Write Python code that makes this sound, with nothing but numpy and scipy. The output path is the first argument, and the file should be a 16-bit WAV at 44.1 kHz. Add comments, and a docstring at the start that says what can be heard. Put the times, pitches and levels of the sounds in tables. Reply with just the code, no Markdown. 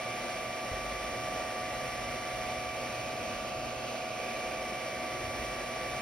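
"""Desktop 3D printer at work

Heard from a phone just in front of the bed. Three small fans whine: harmonics of their rotation, fluttering.
Shaped noise is the air rushing through the head's shroud; the head slides left and back, its grille turning
away for a moment, and a narrow band of air rises and falls in pitch with it.
The frame rumbles, sways and bumps softly (noise and decaying sines); axis motors sing, low whirrs set in, mains hums."""
import sys
import numpy as np
from scipy import signal
from scipy.fft import rfft, irfft, next_fast_len
from scipy.io import wavfile

SR = 44100
rng = np.random.default_rng(int(sys.argv[2]) if len(sys.argv) > 2 else 0)


def store_wav(level_fs):
    """Save 16-bit WAV to argv[1]."""
    pcm = np.round(np.clip(np.atleast_2d(level_fs), -1, 1) * 32767)
    wavfile.write(sys.argv[1], SR, pcm.T.astype(np.int16))


N = 265041

# Blower tones: multiple of shaft speed, mean level/dB, left minus right/dB, flutter share, share of swell
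BLOWER_TONES = [(3, -63.5, 0, .2, 0.097), (8, -47.3, -6.5, 0.088, .21), (9, -45, -1.5, 0.14, 1),
                (18, -66, -4, 0.28, .3)]
# Blower shaft speed: t/s, f/Hz
BLOWER_SHAFT_HZ = [(0, 80.94), (.8, 80.81), (1.6, 80.91), (4.2, 80.9), (5.2, 81.02), (6, 81.01)]
# Blower swell, used relative to its mean: t/s, level/dB
BLOWER_SWELL_DB = [(0, -44.5), (.6, -46.5), (1.5, -43.5), (2.05, -45.5), (2.4, -42), (2.8, -45.5),
                   (3.9, -45.5), (4.4, -43.5), (4.8, -44.5), (6, -47)]
# Heat-sink fan tones: multiple of blade rate, level before swell/dB, left minus right/dB, flutter share,
# change of left minus right with grille turned away/dB
SINK_TONES = [(1, -45, 1, 0.12, -3), (2, -47.8, -1, 0.061, -4), (3, -69, 6, 0.47, 2),
              (4, -70.5, 1, 0.51, 0)]
# Heat-sink fan swell: t/s, blade tone/dB, overtones/dB
SINK_SWELL_DB = [(0, -2, 1), (.9, 0, -0.5), (1.9, -0.5, -2), (2.6, -2, 0.5), (3.1, -2.5, -1.5),
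                 (3.65, -3.5, -7), (4.1, -5.5, -3), (4.4, -3.5, 1.5), (5.1, -1.5, -.2), (6, -1, 1)]
# Heat-sink fan blade rate before wander: t/s, f/Hz
SINK_BLADE_HZ = [(0, 1166.4), (1.9, 1165.7), (3.05, 1163.6), (3.45, 1164), (3.9, 1160.8), (4.7, 1159.8),
                 (6, 1158.6)]
SINK_WANDER_RMS_HZ = .2
# Case fan tones: multiple of blade rate, level/dB, left minus right/dB, flutter share
CASE_TONES = [(1, -55.5, 1, 0.14)]
# Case fan blade rate: t/s, f/Hz
CASE_BLADE_HZ = [(0, 1189), (2.1, 1186.5), (3.3, 1190), (4.1, 1185), (4.8, 1183), (5.6, 1176)]

# Head on its rail: t/s, place (0 right, 1 far left)
HEAD_PLACE_CURVE = [(0, 0.5), (.5, .3), (1.4, 0), (2.2, 0.22), (3, 0.76), (3.65, 0.99), (4, .9),
                    (4.5, 0.68), (5.5, 0.014), (6, 0.086)]
TURN_POWER = 2.8  # grille turned away = place ** TURN_POWER
# Air rush before resonances: f/Hz, density/(dB per Hz)
AIR_DENSITY_DB = [(130, -92.5), (205, -73), (290, -74.5), (440, -77), (600, -70), (720, -72.5), (800, -76),
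                  (1050, -78), (1350, -80), (2300, -78.5), (3600, -84), (4400, -85.5), (4950, -88.3),
                  (5400, -86), (6300, -86.5), (7700, -90.5), (9500, -90.5), (15700, -105)]
# Shroud and duct resonances: f/Hz, width/Hz, level above rush/dB
SHROUD_MODES = [(365, 38, 4.5), (513.6, 65, 6.3), (597, 100, 2), (846, 35, 3), (1980, 700, 3.5),
                (2880, 300, 2.5), (3340, 180, 1), (4160, 60, 2), (4630, 200, 2), (5510, 620, 4.5)]
# Change of air colour, grille fully away: f/Hz, gain/dB
SHADOW_DB = [(600, 0), (1000, -1), (1500, -0.5), (1780, -7), (2100, -3), (2350, -2), (2600, 0), (3100, 0.5),
             (3450, -2), (4200, 0), (4620, 1.5), (5000, 1), (5450, -4), (5850, -2), (6300, 1.5),
             (7000, -2.5), (10000, -4), (15000, -1)]
# Hollow between head and gantry: f at right/Hz, f at far left/Hz, width/Hz, left minus right/dB
HOLLOW_BAND = (1900, 2620, 300, 0.5)
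# Hollow level before flutter: head place, level/dB rms
HOLLOW_LEVEL_DB = [(0, -53.5), (.35, -52.5), (.7, -49.8), (1, -53)]

# Frame and table rumble at 0 dB shaking: f/Hz, density/(dB per Hz)
RUMBLE_DENSITY_DB = [(22, -102), (33, -80), (50, -72.5), (66, -73), (90, -80.5), (130, -95), (230, -96),
                     (500, -115)]
# Axis motor drone at 0 dB shaking: f/Hz, density/(dB per Hz)
DRONE_DENSITY_DB = [(60, -100), (85, -81), (100, -74.5), (122, -70), (143, -74.5), (165, -85.5), (230, -83),
                    (500, -115)]
# Axis runs: start t/s, length/s, rumble above rest/dB, drone above rest/dB
AXIS_RUNS = [(.78, .67, 6.5, 2), (1.6, 1.25, 5, 4.5), (2.9, 0.94, 5, 4), (4.2, 0.85, 4, 0.5),
             (5.151, 0.4, 5, 3), (5.85, 0.28, 6.5, 5)]
REST_DB, RUN_RAMP_S = -3.5, 0.2
# Frame bumps: t/s, f/Hz, level before rise and decay/dB, t60/s
FRAME_BUMPS = [(0.715, 78, -28.5, 0.06), (0.736, 52, -34, 0.13), (5.236, 100, -37, .12),
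               (5.274, 98, -37, .14), (5.394, 60, -36, 0.17)]
BUMP_RISE_S = 0.0026
# Jolts of the frame: t/s, level before rise, decay and flutter/dB
FRAME_JOLTS = [(.74, -48.5), (1.76, -53), (4.42, -53), (5.42, -51)]
SWAY_HZ, SWAY_T60_S, SWAY_RISE_S = 51.05, 2.6, .02
# Axis motor notes: start t/s, length/s, f/Hz, level before flutter/dB rms
AXIS_NOTES = [(1.05, .28, 114, -56.5), (2.3, 0.53, 64, -57), (2.52, 0.25, 113, -56), (2.85, 0.2, 122, -53),
              (3.0, .36, 99, -55), (3.38, .24, 124, -55.5)]
NOTE_RAMP_S = .08
# Whirrs: start t/s, length/s, f/Hz, width/Hz, level/dB rms
WHIRR_BANDS = [(4.1, 2.5, 350, 70, -55), (3.9, 1.3, 515, 60, -52)]
WHIRR_RAMP_S = .4
MAINS_HZ, UNDERTONE_HZ = 60, 141
# Mains hum: multiple of mains, level/dB, left minus right/dB, flutter share
HUM_TONES = [(2, -59.5, 0, 0.75), (4, -57.7, 0, 0.22)]
# Steady undertone: multiple, level/dB, left minus right/dB, flutter share
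UNDERTONE_TONES = [(1, -63.5, 0, .4)]

# Microphone ports: f/Hz, likeness (0-1), left minus right/dB
PORT_PAIR = [(50, 0.65, -0.5), (230, 0.96, 0), (485, 0.86, -1.5), (590, 0.92, -2.5), (720, 0.87, 8),
             (960, 0.22, 0), (1280, 0.76, 1.5), (1890, 0.99, -.5), (2400, 0.71, -5.5), (3150, 0, -4),
             (3700, 0.36, -2), (4600, 0.62, -1.5), (7360, 1, 0.5), (9600, 0.95, 0.5), (10500, 0.96, -0.5),
             (13500, 1, 0)]
# Phase lead of left port: f/Hz, phase/rad
PORT_LEAD_RAD = [(2400, 0), (3500, .5), (5500, .9), (6400, 2.3), (7000, 2.95), (7900, 3.35), (8600, 4.2),
                 (10300, 6.2), (11500, 6.9), (13000, 9.2), (14400, 9.7), (15500, 12.2)]
TOP_HZ = 15700

SIDES = np.array([[1], [-1]])  # left, right
T_S = np.arange(N) / SR


def fans(away):
    """Rotation harmonics of three fans; the heat-sink fan's balance shifts as its grille turns away."""
    swell_db, = follow(BLOWER_SWELL_DB)
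    swell_db = swell_db - swell_db.mean()
    blower_tones = [(k, db + share * swell_db, pan_db, flutter)
                    for k, db, pan_db, flutter, share in BLOWER_TONES]
    blower = whine(*follow(BLOWER_SHAFT_HZ), blower_tones, flutter_hz=4.6, stray=0.65)

    blade_db, overtone_db = follow(SINK_SWELL_DB)
    sink_tones = []
    for k, db, pan_db, flutter, shift_db in SINK_TONES:
        tone_swell_db = blade_db if round(k) == 1 else overtone_db
        sink_tones.append((k, db + tone_swell_db, pan_db + shift_db * away, flutter))
    sink_hz = follow(SINK_BLADE_HZ)[0] + SINK_WANDER_RMS_HZ * walk(2)
    sink = whine(sink_hz, sink_tones, flutter_hz=5.5, stray=0.58)

    case = whine(*follow(CASE_BLADE_HZ), CASE_TONES, flutter_hz=9, stray=0.55)
    return blower + sink + case


def airflow(away, surge_db):
    """Turbulence rings the shroud; its colour follows the head along the rail."""
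    density_db, = colours(AIR_DENSITY_DB)
    for hz, width_hz, peak_db in SHROUD_MODES:
        density_db = density_db + peak_db / (1 + (2 * (bins() - hz) / width_hz) ** 2)
    spectrum = turbulence(density_db)
    shadow_db, = colours(SHADOW_DB)
    facing = irfft(spectrum, N)
    turned = irfft(spectrum * undb(shadow_db), N)
    rush = (1 - away) * facing + away * turned
    return rush * undb(0.37 + surge_db * walk(7.8))


def hollow(place):
    """Narrow band of rushing air, higher as the head nears the upright, loudest part of the way there."""
    right_hz, left_hz, width_hz, pan_db = HOLLOW_BAND
    level_db = np.interp(place, *np.transpose(HOLLOW_LEVEL_DB))
    centre_hz = right_hz + (left_hz - right_hz) * place
    return band(centre_hz, width_hz, pan_db, stray=0.15) * undb(level_db + .6 * walk(4))


def frame():
    """Moving axes shake the frame and their motors drone: shaped noise, louder in each run."""
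    rumble_db, drone_db = shaking()
    rumble = irfft(turbulence(*colours(RUMBLE_DENSITY_DB)), N) * undb(rumble_db)
    drone = irfft(turbulence(*colours(DRONE_DENSITY_DB)), N) * undb(drone_db)
    return rumble + drone


def shaking():
    """Rumble and drone gain/dB: ramps up with each axis run, holds, ramps down."""
    gain_db = REST_DB
    for start_s, length_s, *rise_db in AXIS_RUNS:
        gain_db = gain_db + np.outer(rise_db, gate(start_s, length_s, RUN_RAMP_S, .5))
    return gain_db


def bumps():
    """Axes bump the frame as they turn round: short decaying sines."""
    return sum(ring(s, hz, db, t60_s, BUMP_RISE_S) for s, hz, db, t60_s in FRAME_BUMPS)


def sway():
    """Jolts swing the whole frame at its lowest mode, which dies away slowly and unevenly."""
    swing = sum(ring(s, SWAY_HZ, db, SWAY_T60_S, SWAY_RISE_S) for s, db in FRAME_JOLTS)
    return swing * undb(2.5 * walk(9))


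def motors():
    """A motor sings a low sine while its axis moves at an even speed."""
    out = np.zeros(N)
    for start_s, length_s, hz, db in AXIS_NOTES:
        note = np.sin(2 * np.pi * hz * T_S + rng.uniform(0, 2 * np.pi))
        out += np.sqrt(2) * undb(db) * gate(start_s, length_s, NOTE_RAMP_S, .5) * note
    return out * undb(1.5 * walk(6))


def whirr():
    """Faint low noise bands that set in as the head travels back."""
    return sum(band(np.full(N, hz), width_hz, 0, stray=0.1) * undb(db) * gate(s, length_s, WHIRR_RAMP_S, 0)
               for s, length_s, hz, width_hz, db in WHIRR_BANDS)


def hum():
    """Mains harmonics and a faint tone of steady pitch beside them."""
    mains = whine(np.full(N, MAINS_HZ), HUM_TONES, flutter_hz=4.4, stray=0.37)
    undertone = whine(np.full(N, UNDERTONE_HZ), UNDERTONE_TONES, flutter_hz=3, stray=0.3)
    return mains + undertone


def whine(hz, tones, flutter_hz, stray):
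    """Harmonics of hz; each flutters, a little differently at each port."""
    turn_rad = 2 * np.pi * np.cumsum(hz) / SR
    out = np.zeros((2, N))
    for multiple, db, pan_db, flutter in tones:
        tone = np.exp(1j * (round(multiple) * turn_rad + rng.uniform(0, 2 * np.pi)))
        shared = complex_walk(flutter_hz)
        for channel, sign in enumerate((1, -1)):
            swing = 1 + flutter * (shared + stray * complex_walk(flutter_hz)) / np.sqrt(2)
            gain = np.sqrt(2) * undb(db + sign * pan_db / 2)
            out[channel] += gain * (tone * swing).real
    return out


def turbulence(density_db):
    """Left and right spectra of noise with the given dB per Hz, as the two ports pick it up."""
    likeness, balance_db = colours(PORT_PAIR)
    likeness = np.clip(likeness, 0, 1)
    lead_rad, = colours(PORT_LEAD_RAD)
    mid, side = rfft(rng.standard_normal((2, N)))
    pair = mid * np.sqrt(1 + likeness) + SIDES * side * np.sqrt(1 - likeness)
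    gain = undb(density_db + SIDES * balance_db / 2)
    return pair * gain * np.exp(.5j * SIDES * lead_rad) * np.sqrt(SR) / 2


def band(hz, width_hz, pan_db, stray):
    """Narrow noise band whose centre may move, a little different at each port."""
    carrier = np.exp(2j * np.pi * np.cumsum(hz) / SR)
    shared = (carrier * complex_walk(width_hz / 2)).real
    apart = (carrier * complex_walk(width_hz / 2)).real
    return (shared + stray * SIDES * apart) * undb(SIDES * pan_db / 2)


def ring(start_s, hz, db, t60_s, rise_s):
    """Struck mode: a sine with a soft onset and exponential decay."""
    age_s = np.maximum(T_S - start_s, 0)
    envelope = undb(db - 60 * age_s / t60_s) * (1 - np.exp(-age_s / rise_s))
    return envelope * np.sin(2 * np.pi * hz * age_s)


def gate(start_s, length_s, ramp_s, edge):
    """Linear ramps up and down; edge is the value at start and end."""
    return np.clip(edge + np.minimum(T_S - start_s, start_s + length_s - T_S) / ramp_s, 0, 1)


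def walk(rate_hz):
    """Smooth chance of spread 1 that moves about rate_hz times a second."""
    size = next_fast_len(N, real=True)
    hz = np.arange(size // 2 + 1) * SR / size
    y = irfft(rfft(rng.standard_normal(size)) / (1 + (hz / rate_hz) ** 2), size)[:N]
    return y / y.std()


def complex_walk(rate_hz):
    """Independent walks of the in-phase and quadrature parts."""
    return walk(rate_hz) + 1j * walk(rate_hz)


def follow(curve):
    """Columns of a time table, linearly interpolated to each sample."""
    s, *columns = np.transpose(curve)
    return [np.interp(T_S, s, c) for c in columns]


def colours(table):
    """Columns of a frequency table, interpolated over log f to each bin."""
    hz, *columns = np.transpose(table)
    return [np.interp(np.log(bins()), np.log(hz), c) for c in columns]


def bins():
    """Bin frequencies/Hz, floored at 1 for the logarithm."""
    return np.maximum(np.arange(N // 2 + 1) * SR / N, 1)


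def undb(db):
    """Decibels to gain."""
    return 10 ** (np.asarray(db) / 20)


def scene():
    """Fans, air and frame together."""
    place = np.clip(*follow(HEAD_PLACE_CURVE), 0, 1)
    away = place ** TURN_POWER
    head = fans(away) + airflow(away, surge_db=0.5) + hollow(place)
    body = frame() + bumps() + sway() + motors()
    return head + body + whirr() + hum()


def record(dry):
    """The phone cuts the top: steep elliptic low-pass."""
    return signal.sosfilt(signal.ellip(10, .1, 80, TOP_HZ, fs=SR, output="sos"), dry)


dry = scene()
out = record(dry)
store_wav(out)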